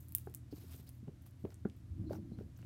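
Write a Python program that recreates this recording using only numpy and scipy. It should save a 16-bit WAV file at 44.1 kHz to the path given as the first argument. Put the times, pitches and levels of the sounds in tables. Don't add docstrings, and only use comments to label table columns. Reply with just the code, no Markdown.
import sys
import numpy as np
from scipy import signal
from scipy.fft import rfft, irfft, next_fast_len
from scipy.io import wavfile
from scipy.ndimage import uniform_filter1d, map_coordinates

SR = 44100
rng = np.random.default_rng(int(sys.argv[2]) if len(sys.argv) > 2 else 0)


def boost_factor(decibels):
    exponent = np.asarray(decibels, float) / 20
    return 10 ** exponent


def transcribe(u):
    v = np.clip(np.atleast_2d(u).T, -1, 1)
    q = np.round(v * 32767).astype(np.int16)
    wavfile.write(sys.argv[1], SR, q)


N = 116865


def noise(size=N):
    return rng.standard_normal(size)


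def unit(x):
    return x / np.sqrt(np.mean(x ** 2) + 1e-20)


def along(points, hz):
    f, value = np.transpose(points)
    return np.interp(np.log(hz + 1), np.log(f + 1), value)


def curves(rows):
    s, *columns = np.transpose(rows)
    return [np.interp(np.arange(N) / SR, s, column) for column in columns]


def wobble(rate):
    knots = noise(int(N * rate / SR) + 4)
    return map_coordinates(knots, [np.arange(N) * rate / SR])


def filtered(x, response):
    size = next_fast_len(len(x) + 8192)
    spectrum = rfft(x, size) * response(np.fft.rfftfreq(size, 1 / SR))
    return irfft(spectrum, size)[:len(x)]


def peak(f, hz, width_hz):
    return 1j * f * width_hz / (hz * hz - f * f + 1j * f * width_hz)


def coloured(x, spectrum):
    return unit(filtered(x, lambda f: boost_factor(along(spectrum, f))))


def patchy(x, patch_db):
    z = signal.stft(x, nperseg=256)[2]
    field = uniform_filter1d(noise(z.shape), size=12, axis=0)
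    field = uniform_filter1d(field, size=8, axis=1)
    return unit(signal.istft(z * boost_factor(patch_db * unit(field)), nperseg=256)[1][:N])


def add(track, s, sound):
    part = track[max(round(s * SR), 0):][:len(sound)]
    part += sound[:len(part)]


def bubble_click(hz, low_db):
    sharpness, body_hz, body_db = 1.61, 4300, -30.5
    kick = signal.unit_impulse(SR // 4)

    def response(f):
        snap = peak(f, hz, hz / sharpness) ** 2
        return snap + boost_factor(body_db + low_db) * peak(f, body_hz, 7.5 * body_hz)

    click = filtered(kick, response)[:256]
    return click / np.abs(click).max()


def near_room():
    # (delay [s], level [dB])
    walls = [(.0008, -20), (.0016, -26), (.004, -21), (.005, -20), (.0058, -21), (.0066, -24), (.0136, -21),
             (.0245, -25)]
    # (frequency [Hz], t60 [s])
    decay = [(500, .15), (4000, 0.39), (12000, 0.13)]
    tail_db, wall_db, blur_s = -14, 2.5, 0.00048
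    size, tail_start = SR // 4, round(0.0029 * SR)
    f, t, z = signal.stft(noise(size), SR, nperseg=128)
    fading = z * boost_factor(-60 * t / along(decay, f)[:, None])
    tail = signal.istft(fading, SR, nperseg=128)[1][:size]
    space = boost_factor(tail_db) * np.roll(tail / np.linalg.norm(tail), tail_start)
    space[0] += 1
    space[1:tail_start] = 0
    for delay, db in walls:
        blur = noise(64) * np.exp(-np.arange(64) / SR / blur_s)
        add(space, delay, boost_factor(db + wall_db) * blur / np.linalg.norm(blur))
    return space


def pops():
    # (time [s], peak level [dB], centre [Hz], low part [dB])
    bursts = [(.004, -47.5, 11000, 3), (.0293, -50, 13700, 0), (.043, -57, 14000, 0),
              (0.055, -58, 13000, 0), (0.0829, -40.5, 11600, -9), (0.09, -42, 13000, -4),
              (0.1064, -49, 11000, -14), (0.1205, -33.5, 13350, 10), (0.148, -8, 13550, -4.5),
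              (0.1477, -42, 3170, 0), (0.1816, -27, 12700, 12), (0.25, -52, 11500, 6.5),
              (.2755, -70, 12500, 3), (0.2963, -49.5, 8700, 24), (0.3389, -36, 13400, 23),
              (0.3465, -28.5, 9450, 6.5), (.3461, -27, 13800, 4), (0.367, -58, 11500, 11.5),
              (.3765, -67, 13000, -2), (.558, -52.5, 5900, -4), (0.5808, -51, 6900, 0),
              (.890, -36, 11000, -1), (1.22, -49, 14000, -1), (1.2627, -45.5, 13400, 15),
              (1.308, -52.5, 11400, -5), (1.4502, -54, 2420, 7), (1.5025, -53, 5200, 9),
              (1.5416, -45.5, 8200, 13), (1.685, -59.5, 9300, 7), (1.6969, -54, 3000, 10),
              (1.6966, -56, 7000, 12.5), (1.7643, -53, 14400, 3), (2.1302, -47, 4940, 10.5),
              (2.385, -61, 3000, 5), (2.573, -47.5, 14500, -3), (2.588, -52.5, 13500, 27),
              (2.615, -60, 6030, 10)]
    out, lag_s = np.zeros(N), 0.0021
    for s, db, hz, low_db in bursts:
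        burst = signal.fftconvolve(near_room(), bubble_click(hz, low_db))
        add(out, s + lag_s, boost_factor(db) * burst)
    return out


def peeling():
    # (time [s], length [s], level [dB], dull part [dB])
    strokes = [(0, 0.005, -65.5, -26), (0.018, 0.25, -77, -4), (0.181, 0.034, -76, -8),
               (0.258, 0.053, -78, -6), (0.51, 0.052, -72.5, 1.5), (0.559, 0.03, -70, 2),
               (0.598, 0.11, -71, 1.5), (0.708, 0.055, -62, -3), (0.775, 0.032, -68.5, 1.5),
               (0.826, 0.024, -78, -2), (0.864, 0.032, -70, 1.5), (0.922, 0.063, -79.5, -11.5),
               (1.212, 0.022, -76.5, -2), (1.259, 0.015, -69.5, 0), (1.391, .13, -80.5, -19),
               (1.503, 0.024, -88, 14), (1.765, 0.028, -83, -3), (2.094, 0.043, -75.5, 5),
               (2.121, 0.043, -71.5, 3.5), (2.374, 0.048, -84.5, 10.5), (2.559, 0.084, -83.5, 9)]
    # (frequency [Hz], level [dB per Hz])
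    fizz_colour = [(3000, -31.5), (7000, -12.5), (10500, -10.5), (14000, -4), (16500, -15.5)]
    # (frequency [Hz], level [dB per Hz])
    squish_colour = [(300, -30.5), (700, -1), (2000, -6), (5000, -5), (9000, -18)]
    rise_s, fall_s, squish_db = 0.0088, 0.014, -4
    clump_db, patch_db = 1.2, 1.6
    clicks_per_s, spread_db = 8000, 1.6

    def grains():
        struck = rng.random(N) < clicks_per_s / SR
        return struck * noise() * boost_factor(spread_db * rng.exponential(size=N))

    t, bright, dull = np.arange(N) / SR, np.zeros(N), np.zeros(N)
    for s, length, db, dull_db in strokes:
        rise = np.clip((t - s) / rise_s + 0.5, 0, 1) ** 2
        shape = rise * np.exp(-np.maximum(t - s - length, 0) / fall_s)
        bright += boost_factor(db) * shape
        dull += boost_factor(db + dull_db + squish_db) * shape
    fizz = patchy(coloured(grains(), fizz_colour), patch_db)
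    squish = patchy(coloured(grains(), squish_colour), patch_db)
    bright *= boost_factor(clump_db * wobble(50))
    dull *= boost_factor(clump_db * wobble(60.37))
    return bright * fizz + dull * squish


def knocks():
    # (time [s], peak level [dB], favoured mode [Hz], loss above it [dB per octave], swell [cycles])
    touches = [(0.2707, -38.5, 380, 13, 0.27), (.2705, -45.5, 800, 3, 0.38), (0.2711, -52.5, 1480, 4, .5),
               (.525, -36, 290, 5.5, 0.85), (.578, -53, 372, 14, 1.37), (0.637, -50.5, 331, 15, 0.94),
               (0.743, -51, 380, -7, 0.6), (0.794, -44, 160, 4, 0.51), (1.025, -44, 204, 11, 1.2),
               (1.073, -40, 204, 4.5, 0.77), (1.078, -47, 530, -2.5, 1.16), (1.08, -33.5, 186, 13.5, 0.47),
               (1.088, -47, 408, 9, 0.8), (1.44, -31, 195, 8, 0.43), (1.448, -30.5, 426, 10, 0.46),
               (1.4489, -45.5, 1000, 20, .8), (1.451, -33.5, 297, 15, 0.38), (1.5031, -59, 1900, 11, 0.86),
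               (1.52, -57.5, 1500, 6, 1), (1.6505, -40, 1366, 22, 1.24), (1.6505, -26.5, 205, 6, 0.65),
               (1.653, -33.5, 385, 5.5, 1.04), (2.095, -49, 1200, 3, .7), (2.105, -28.5, 570, 29, 1.5),
               (2.1313, -35.5, 706, 8.5, 0.21), (2.1315, -44.5, 1360, 5, .6), (2.151, -47, 960, -1.5, .7),
               (2.182, -35.5, 193, 5, 0.76), (2.315, -36, 204, 5.5, 0.64), (2.386, -36.5, 205, 1.5, 0.42),
               (2.386, -58.5, 1450, 12, 0.66), (2.399, -58.5, 1436, 8.5, 1.2),
               (2.406, -39.5, 415, 7.5, 1.33), (2.588, -59, 1590, -0.5, 0.84),
               (2.626, -59.5, 2720, 3, 0.99), (2.626, -61, 1960, 12, .8)]
    # (frequency [Hz], level [dB], t60 [s])
    lid = [(158.6, 5, 0.064), (205, 9, 0.043), (290, -0.5, 0.055), (380, 9.5, 0.028), (570, -3, 0.037),
           (800, -6, 0.025), (1050, -8.5, 0.015), (1446, -9, 0.01), (1970, -20, 0.011), (2750, -20, 0.011)]
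    lag_s, knock_db = 0.00055, -1.5
    below_db = 9
    focus_db, focus_octaves = 6.5, 0.14
    scatter_db, scatter = 1.5, 0.015
    thud_db, thud_t60, thud_width = -17.5, 0.24, 0.47
    out, t = np.zeros(N), np.arange(SR // 4) / SR
    hz, level_db, t60 = np.transpose(lid)[:, :, None]
    for s, db, spot_hz, loss_db, swell in touches:
        chance = noise((len(lid), 2))
        octaves = np.log2(hz / spot_hz)
        mix_db = level_db - np.maximum(loss_db * octaves, -below_db * octaves)
        mix_db = mix_db + focus_db * np.exp(-(octaves / focus_octaves) ** 2) + scatter_db * chance[:, :1]
        tones = np.sin(2 * np.pi * hz * (1 + scatter * chance[:, 1:]) * t)
        onset = 1 - np.exp(-(t * hz / swell) ** 2)
        ring = (boost_factor(mix_db - 60 * t / t60) * tones * onset).sum(0)
        thud = unit(filtered(noise(len(t)), lambda f: peak(f, spot_hz, thud_width * spot_hz) ** 2))
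        thud *= boost_factor(thud_db - 60 * t / thud_t60 * (spot_hz / lid[1][0]) ** 0.45)
        thud *= 1 - np.exp(-(t * spot_hz / swell) ** 2)
        add(out, s + lag_s, boost_factor(db + knock_db) * (ring / np.abs(ring).max() + thud))
    return out


def shove():
    # (time [s], level [dB], deep part [dB])
    load = [(0, -68.5, -4), (.65, -65, -11.5), (.9, -68.5, -8), (1.86, -67.5, -8), (1.92, -62.5, 22),
            (1.96, -57, -2.5), (2, -48.5, 10), (2.04, -45.5, -3), (2.085, -46, 1.5), (2.19, -50, -0.5),
            (2.3, -54, -1), (2.46, -57.5, 8), (2.53, -75, 12), (2.65, -58, 3)]
    # (frequency [Hz], width [Hz], level [dB])
    resonances = [(91.4, 64, 4), (114.4, 73, -1.5), (162, 89, -5), (230.5, 31, -6), (261.7, 16, -1.5),
                  (311.4, 34, -4), (342, 28, -9)]
    lump_db, even_s = 2.5, 0.035

    def shaken(rows):
        def response(f):
            return sum((-1) ** k * boost_factor(db) * peak(f, hz, width) ** 2 for k, (hz, width, db) in enumerate(rows))

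        x = filtered(noise() * boost_factor(lump_db * wobble(30)), response)
        power = np.abs(uniform_filter1d(x * x, round(even_s * SR)))
        return x / np.sqrt(power + 1e-20)

    load_db, deep_db = curves(load)
    return boost_factor(load_db) * (shaken(resonances[2:]) + boost_factor(deep_db) * shaken(resonances[:2]))


def squeaks():
    # (time [s], length [s], level [dB], pitch [Hz], width [Hz])
    rubs = [
        (2.055, .05, -79, 4150, 450),
        (2.095, .035, -79, 4500, 700),
        (2.305, .07, -81, 4150, 450),
        (.503, .035, -72, 4700, 1400),
        (.865, .035, -73, 4700, 1600),
        (2.135, .045, -75, 5800, 700),
        (2.555, .025, -77, 6200, 1500),
    ]
    out = np.zeros(N)
    for s, length, db, hz, width_hz in rubs:
        rub = unit(filtered(noise(SR // 8), lambda f: peak(f, hz, width_hz) ** 2))
        rub = rub[:round(length * SR)]
        add(out, s, boost_factor(db + 3.5) * rub * np.hanning(len(rub)))
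    return out


def machine():
    # (frequency [Hz], level [dB], drift [Hz])
    lines = [(82.5, -59, 5.023), (120.4, -59, 4.25), (68.53, -66.5, 5.83), (100.5, -64.5, 5.95),
             (173.6, -71.5, 4.9), (260.4, -75, 4.6)]
    # (frequency [Hz], level [dB per Hz])
    rumble_colour = [(18, -66.5), (30, -18), (70, -5.5), (123, -7.5), (140, -11), (205, -24.5),
                     (264, -18.5), (402, -32.5), (700, -37.5), (910, -76), (1540, -120)]
    rumble_db, sway_db = -59, 2.5
    out = boost_factor(rumble_db + 0.64 * wobble(4.2)) * coloured(noise(), rumble_colour)
    for hz, db, drift_hz in lines:
        phase = 2 * np.pi * np.cumsum(hz + drift_hz / 2 * wobble(7.5)) / SR
        out += boost_factor(db + sway_db * wobble(8.3)) * np.sqrt(2) * np.sin(phase)
    return out


def microphone_hiss():
    # (frequency [Hz], level [dB per Hz])
    hiss_colour = [(290, -58.5), (500, -12), (795, -12), (1230, -12.5), (2130, -14.5), (2330, -16),
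                   (13400, -24), (16000, -33)]
    return boost_factor(-77) * coloured(noise(), hiss_colour)


def scene():
    hands = pops() + peeling() + knocks() + shove() + squeaks()
    return (hands + machine() + microphone_hiss())[None]


def top_cut(x):
    return signal.sosfilt(signal.butter(12, 16750, fs=SR, output="sos"), x)


def record(dry):
    low_cut_hz, top_hz, top_roll_hz = 18, 16100, 120

    def band(f):
        low_cut = (1j * f / (low_cut_hz + 1j * f)) ** 3
        return low_cut / (1 + np.exp((f - top_hz) / top_roll_hz))

    mix = filtered(dry[0], band)[None]
    return top_cut(mix)


dry = scene()
out = record(dry)
transcribe(out)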